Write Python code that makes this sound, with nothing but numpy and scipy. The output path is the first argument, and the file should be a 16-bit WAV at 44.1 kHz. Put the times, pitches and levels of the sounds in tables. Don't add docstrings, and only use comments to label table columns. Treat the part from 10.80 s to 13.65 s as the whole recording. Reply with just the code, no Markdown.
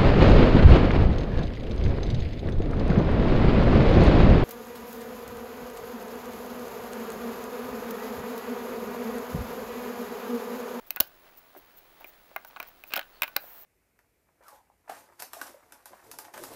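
import sys
import numpy as np
from scipy import signal
from scipy.fft import rfft, irfft, next_fast_len
from scipy.io import wavfile

SR = 44100
rng = np.random.default_rng(int(sys.argv[2]) if len(sys.argv) > 2 else 0)


def digitize_waveform(pressure):
    field = np.atleast_2d(pressure).T
    bounded = np.clip(field, -1, 1)
    quanta = np.round(bounded * 32767).astype(np.int16)
    wavfile.write(sys.argv[1], SR, quanta)


N = 125685
TIME_S = np.arange(N) / SR
RING_S = np.arange(SR // 8) / SR


def contacts():
    # (time [s], case level [dB], case centre [Hz], disc level [dB], disc centre [Hz],
    #  disc width [oct], snap level [dB])
    hits = [ (.1059, -20, 850, -13, 3000, 0.67, -2.5), (.161, -17.5, 1450, -27, 4200, 2.1, -8),
            (0.1693, -12.5, 1490, -15, 2580, 0.285, -39), (.202, -6.5, 1140, -8, 3340, 0.47, 6.5),
            (.205, -10, 1440, -3, 3300, 0.27, 2.5), (0.2057, -6.5, 697, -26, 4330, 0.6, 8),
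            (0.75, -23, 664, -51, 2500, .5, -44), (.7628, -20, 364, -43, 2020, 0.68, -41),
            (1.208, -24.5, 800, -51, 2500, .5, -36), (1.2438, -24, 456, -18.5, 2320, 0.048, -26.5),
            (1.5133, -27.5, 520, -43, 2500, .5, -48), (1.5622, -5.5, 1100, -10, 2070, 0.17, -13.5),
            (1.6484, -20.5, 990, -33, 3000, .6, -25), (1.762, -16.5, 1150, -26, 3020, 1.2, -49),
            (1.769, -17, 1260, -24, 2290, 0.23, -38), (1.8003, -14.5, 1150, -23.5, 2500, 0.16, -17),
            (1.8025, -12, 1056, -10.5, 2414, 0.05, -40), (1.828, -19, 1560, -24, 3740, 1.4, -19.5),
            (2.0382, -26, 930, -19.5, 2460, 0.043, -25), (2.1067, -25, 890, -35, 2700, 0.89, -31),
            (2.1218, -26, 1300, -20.5, 2460, 0.17, -30), (2.1371, -6.5, 1550, -1.5, 2960, 0.68, -5.5),
            (2.1587, -20, 1500, -7.5, 2730, .4, -12), (2.163, -3.5, 1300, -20.5, 2650, 0.17, -4),
            (2.173, -33, 1300, -9, 3100, 0.18, -14), (2.1759, -7.5, 710, -9, 2630, 0.73, -15),
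            (2.193, -9.5, 1610, -10, 3130, 0.68, -13), (2.2123, -19.5, 1550, -21.5, 3100, .5, -41),
            (2.229, -31, 1560, -27.5, 2910, 0.36, -44), (2.4203, -5, 1230, 1, 2420, 0.25, -1.5),
            (2.4328, -7.5, 1050, -2.5, 2660, 0.68, -6.5), (2.4392, -13, 1450, -10, 2580, 0.45, -17),
            (2.4787, -18.5, 1400, -20, 2840, 0.32, -23), (2.563, -5, 1550, -3, 2080, 0.45, -21),
            (2.5647, -6, 804, -7, 4020, 0.12, 2.5), (2.638, -24, 600, -43, 2500, .5, -42)]
    # (frequency [Hz], level [dB], t60 [s])
    case_modes = [(265, -2.5, 0.025), (373, -5, 0.043), (558, -3, 0.055), (670, 1.5, 0.017),
                  (792, -2.5, 0.038), (924, -4.5, 0.045), (1147, -2.5, 0.038), (1295, 0.5, 0.016),
                  (1480, 0, 0.056), (1628, 5, 0.032), (2204, -1, 0.013)]
    disc_modes = [(2101, -7.5, 0.056), (2360, -6.5, 0.02), (2508, 0.5, 0.016), (2790, 0, 0.012),
                  (3050, -7.5, 0.026), (3850, -0.5, .016), (4297, 3, 0.0083), (5100, -10, .014),
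                  (5950, -9, 0.015), (6390, -15.5, 0.01)]
    # (frequency [Hz], level [dB])
    case_crack = [(40, -63), (120, -20.5), (200, -19.5), (300, 7.5), (420, -26.5), (600, 8), (1600, -8),
                  (2300, 0), (4000, -18.5)]
    disc_crack = [(200, -35), (900, 10), (2000, 6.5), (2700, -5), (4000, 7), (5000, -1.5), (6500, 0.5),
                  (8000, 2.5), (11000, -22.5), (16000, -41.5)]
    snap_spectrum = [(300, -45.5), (2000, -28), (5500, -12.5), (8000, -25), (10000, -22), (11500, -10),
                     (12700, -3.5), (14000, -12.5), (15200, 6), (16300, -30), (17300, -26)]
    out = np.zeros(N)
    for time_s, case_db, case_hz, disc_db, disc_hz, disc_oct, snap_db in hits:
        case = struck(case_modes, case_crack, case_hz, width_oct=0.59,
                      crack_db=-1.5, crack_t60_s=0.036, rise_s=0.00025)
        disc = struck(disc_modes, disc_crack, disc_hz, width_oct=disc_oct,
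                      crack_db=-6, crack_t60_s=0.015, rise_s=0.00005)
        snap = crack(lambda hz: along(snap_spectrum, hz), t60_s=0.0062, rise_s=0.0006)
        add(out, time_s, in_room(amp(case_db) * case + amp(disc_db) * disc + amp(snap_db) * snap))
    low_cut = signal.butter(2, 210, "high", fs=SR, output="sos")
    return signal.sosfilt(low_cut, out)


def struck(modes, crack_spectrum, centre_hz, width_oct, crack_db, crack_t60_s, rise_s):
    def focus_db(hz, steepness=1.16):
        offset_oct = np.log2((hz + 1) / centre_hz)
        return -10 * steepness * np.log10(1 + (2 * offset_oct / width_oct) ** 2)

    burst = crack(lambda hz: along(crack_spectrum, hz) + focus_db(hz), crack_t60_s, rise_s)
    mode_hz = np.transpose(modes)[0]
    return unit(ring(modes, focus_db(mode_hz)) + amp(crack_db) * burst)


def ring(modes, weight_db, scatter_db=2.5, detune=0.0059):
    hz, db, t60_s = np.transpose(modes)
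    level, tune, side = rng.standard_normal((3, len(hz)))
    gain = amp(db + weight_db + scatter_db * level) * np.sign(side)
    t = RING_S[:, None]
    partials = gain * amp(-60 * t / t60_s) * np.sin(2 * np.pi * hz * (1 + detune * tune) * t)
    return unit(partials.sum(1))


def crack(gain_db, t60_s, rise_s):
    attack = 1 - np.exp(-(RING_S / rise_s) ** 2)
    decay = amp(-60 * RING_S / t60_s)
    return coloured(rng.standard_normal(len(RING_S)) * decay * attack, gain_db)


def thumps():
    # (time [s], level [dB])
    pushes = [(0.201, -39), (0.2055, -9), (2.564, -25.5)]
    # (frequency [Hz], level [dB])
    spectrum = [(20, -18), (60, 0.5), (150, -3.5), (270, 1), (450, -10.5), (900, -8), (3000, -47)]
    push = coloured(signal.unit_impulse(len(RING_S)), lambda hz: along(spectrum, hz))
    out = np.zeros(N)
    for time_s, db in pushes:
        add(out, time_s, in_room(amp(db) * push))
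    return out


def friction():
    # (middle [s], length [s], level [dB])
    slides = [(0.47, 0.065, -57.5), (1.225, 0.11, -57.5), (1.714, 0.056, -57), (1.84, 0.15, -57),
              (2.125, 0.019, -46.5), (2.68, 0.6, -61)]
    scrapes = [(2.127, 0.04, -46), (2.168, 0.029, -42)]
    squeaks = [(1.335, 0.014, -60), (2.36, 0.091, -62)]
    # (frequency [Hz], level [dB])
    slide_spectrum = [(40, -42), (150, -33), (600, 3), (1400, -0.5), (2600, -8.5), (5000, -16),
                      (10000, -33), (16000, -33)]
    scrape_spectrum = [(300, -30), (1000, -20), (1550, 3), (2000, -6), (2550, 6.5), (3200, -5.5),
                       (5000, -12.5), (16000, -39)]
    squeak_spectrum = [(3000, -10), (4000, -16), (4350, -1), (4700, -17), (6000, -30)]
    return (rubbing(slides, slide_spectrum) + rubbing(scrapes, scrape_spectrum)
            + rubbing(squeaks, squeak_spectrum))


def rubbing(strokes, spectrum):
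    envelope = sum(amp(db) * np.exp(-(2 * (TIME_S - middle_s) / length_s) ** 2)
                   for middle_s, length_s, db in strokes)
    white = rng.standard_normal(N)
    grains = rng.rayleigh(size=N // 64 + 1).repeat(64)[:N]
    return envelope * shaped(white * grains, spectrum)


def whine():
    # (frequency [Hz], rms level [dB], linewidth [Hz])
    tones = [(11090, -82, 25), (15708, -65, 3)]
    out = np.zeros(N)
    for hz, db, width_hz in tones:
        drift_rad = np.cumsum(rng.standard_normal(N)) * np.sqrt(2 * np.pi * width_hz / SR)
        out += amp(db) * np.sqrt(2) * np.sin(2 * np.pi * hz * TIME_S + drift_rad)
    return out


def hiss(floor_db=-57.5, ramp_s=0.0105, buzz_hz=157, buzz_depth=0.42, top_hz=15900):
    # (start [s], end [s], level [dB])
    flares = [(0.066, 0.088, -53), (.27, 0.282, -50.5), (.57, .595, -51.5), (.77, 0.792, -51),
              (0.968, .995, -52), (1.197, 1.22, -57), (1.267, 1.302, -52), (1.67, 1.694, -51),
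              (1.869, 1.894, -51.5), (2.069, 2.101, -51.5), (2.47, 2.495, -51), (2.603, 2.84, -51)]
    # (frequency [Hz], level [dB])
    floor_spectrum = [(12, -33), (20, 4), (64, -16.5), (122, -13), (148, -16), (372, -9.5), (465, -11),
                      (686, -9), (1070, -11), (1200, -11.5), (1300, -12.5), (1630, -12.5), (1820, -13.5),
                      (3960, -20), (8400, -30.5), (13900, -23.5), (15500, -16.5)]
    flare_spectrum = [(1000, -26), (6000, -20), (10500, -22), (12200, -14), (13500, -1), (14800, 0.5),
                      (15700, 3.5), (16100, -46)]
    envelope = sum(amp(db) * np.clip(np.minimum(TIME_S - start_s, end_s - TIME_S) / ramp_s + 0.5, 0, 1)
                   for start_s, end_s, db in flares)
    buzz = 1 + buzz_depth * np.sin(2 * np.pi * buzz_hz * TIME_S)
    floor = amp(floor_db) * shaped(rng.standard_normal(N), floor_spectrum)
    flare = envelope * buzz * shaped(rng.standard_normal(N), flare_spectrum)
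    return filtered(floor + flare, lambda hz: hz < top_hz)


def in_room(sound):
    # (frequency [Hz], t60 [s])
    decay = [(150, 0.13), (1500, 0.2), (4000, 0.15), (15000, 0.14)]
    # (frequency [Hz], level [dB])
    send = [(100, -24), (600, -17), (1100, -18), (1550, -11.5), (2100, -20), (3000, -16), (7000, -23),
            (15000, -21.5)]
    hz, t, bands = signal.stft(rng.standard_normal(SR // 3), SR, nperseg=256)
    bands = bands * amp(-60 * t / along(decay, hz)[:, None])
    tail = unit(signal.istft(bands, SR, nperseg=256)[1])
    tail = filtered(tail, lambda f: amp(along(send, f)))
    return signal.fftconvolve(sound, np.concatenate([[1], np.zeros(SR // 200), tail]))


def amp(db):
    return 10 ** (np.asarray(db) / 20)


def along(points, hz):
    point_hz, values = np.transpose(points)
    return np.interp(np.log(hz + 1), np.log(point_hz + 1), values)


def unit(x):
    return x / np.sqrt(np.sum(x ** 2) + 1e-20)


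def filtered(x, gain):
    size = next_fast_len(len(x) + 8192)
    return irfft(rfft(x, size) * gain(np.fft.rfftfreq(size, 1 / SR)), size)[:len(x)]


def shaped(x, spectrum):
    return unit(filtered(x, lambda hz: amp(along(spectrum, hz)))) * np.sqrt(len(x))


def coloured(x, gain_db):
    size = 16384
    log_gain = np.log(amp(gain_db(np.fft.rfftfreq(size, 1 / SR))))
    cepstrum = irfft(log_gain)
    cepstrum[size // 2:] = 0
    response = np.exp(rfft(2 * cepstrum))
    return unit(irfft(rfft(x, size) * response)[:len(x)])


def add(track, time_s, sound):
    part = track[max(0, round(time_s * SR)):][:len(sound)]
    part += sound[:len(part)]


def scene():
    return (friction() + contacts() + thumps() + whine() + hiss())[None]


def record(dry):
    return np.array([filtered(x, lambda hz: hz < 17000) for x in dry])


dry = scene()
out = record(dry)
digitize_waveform(out)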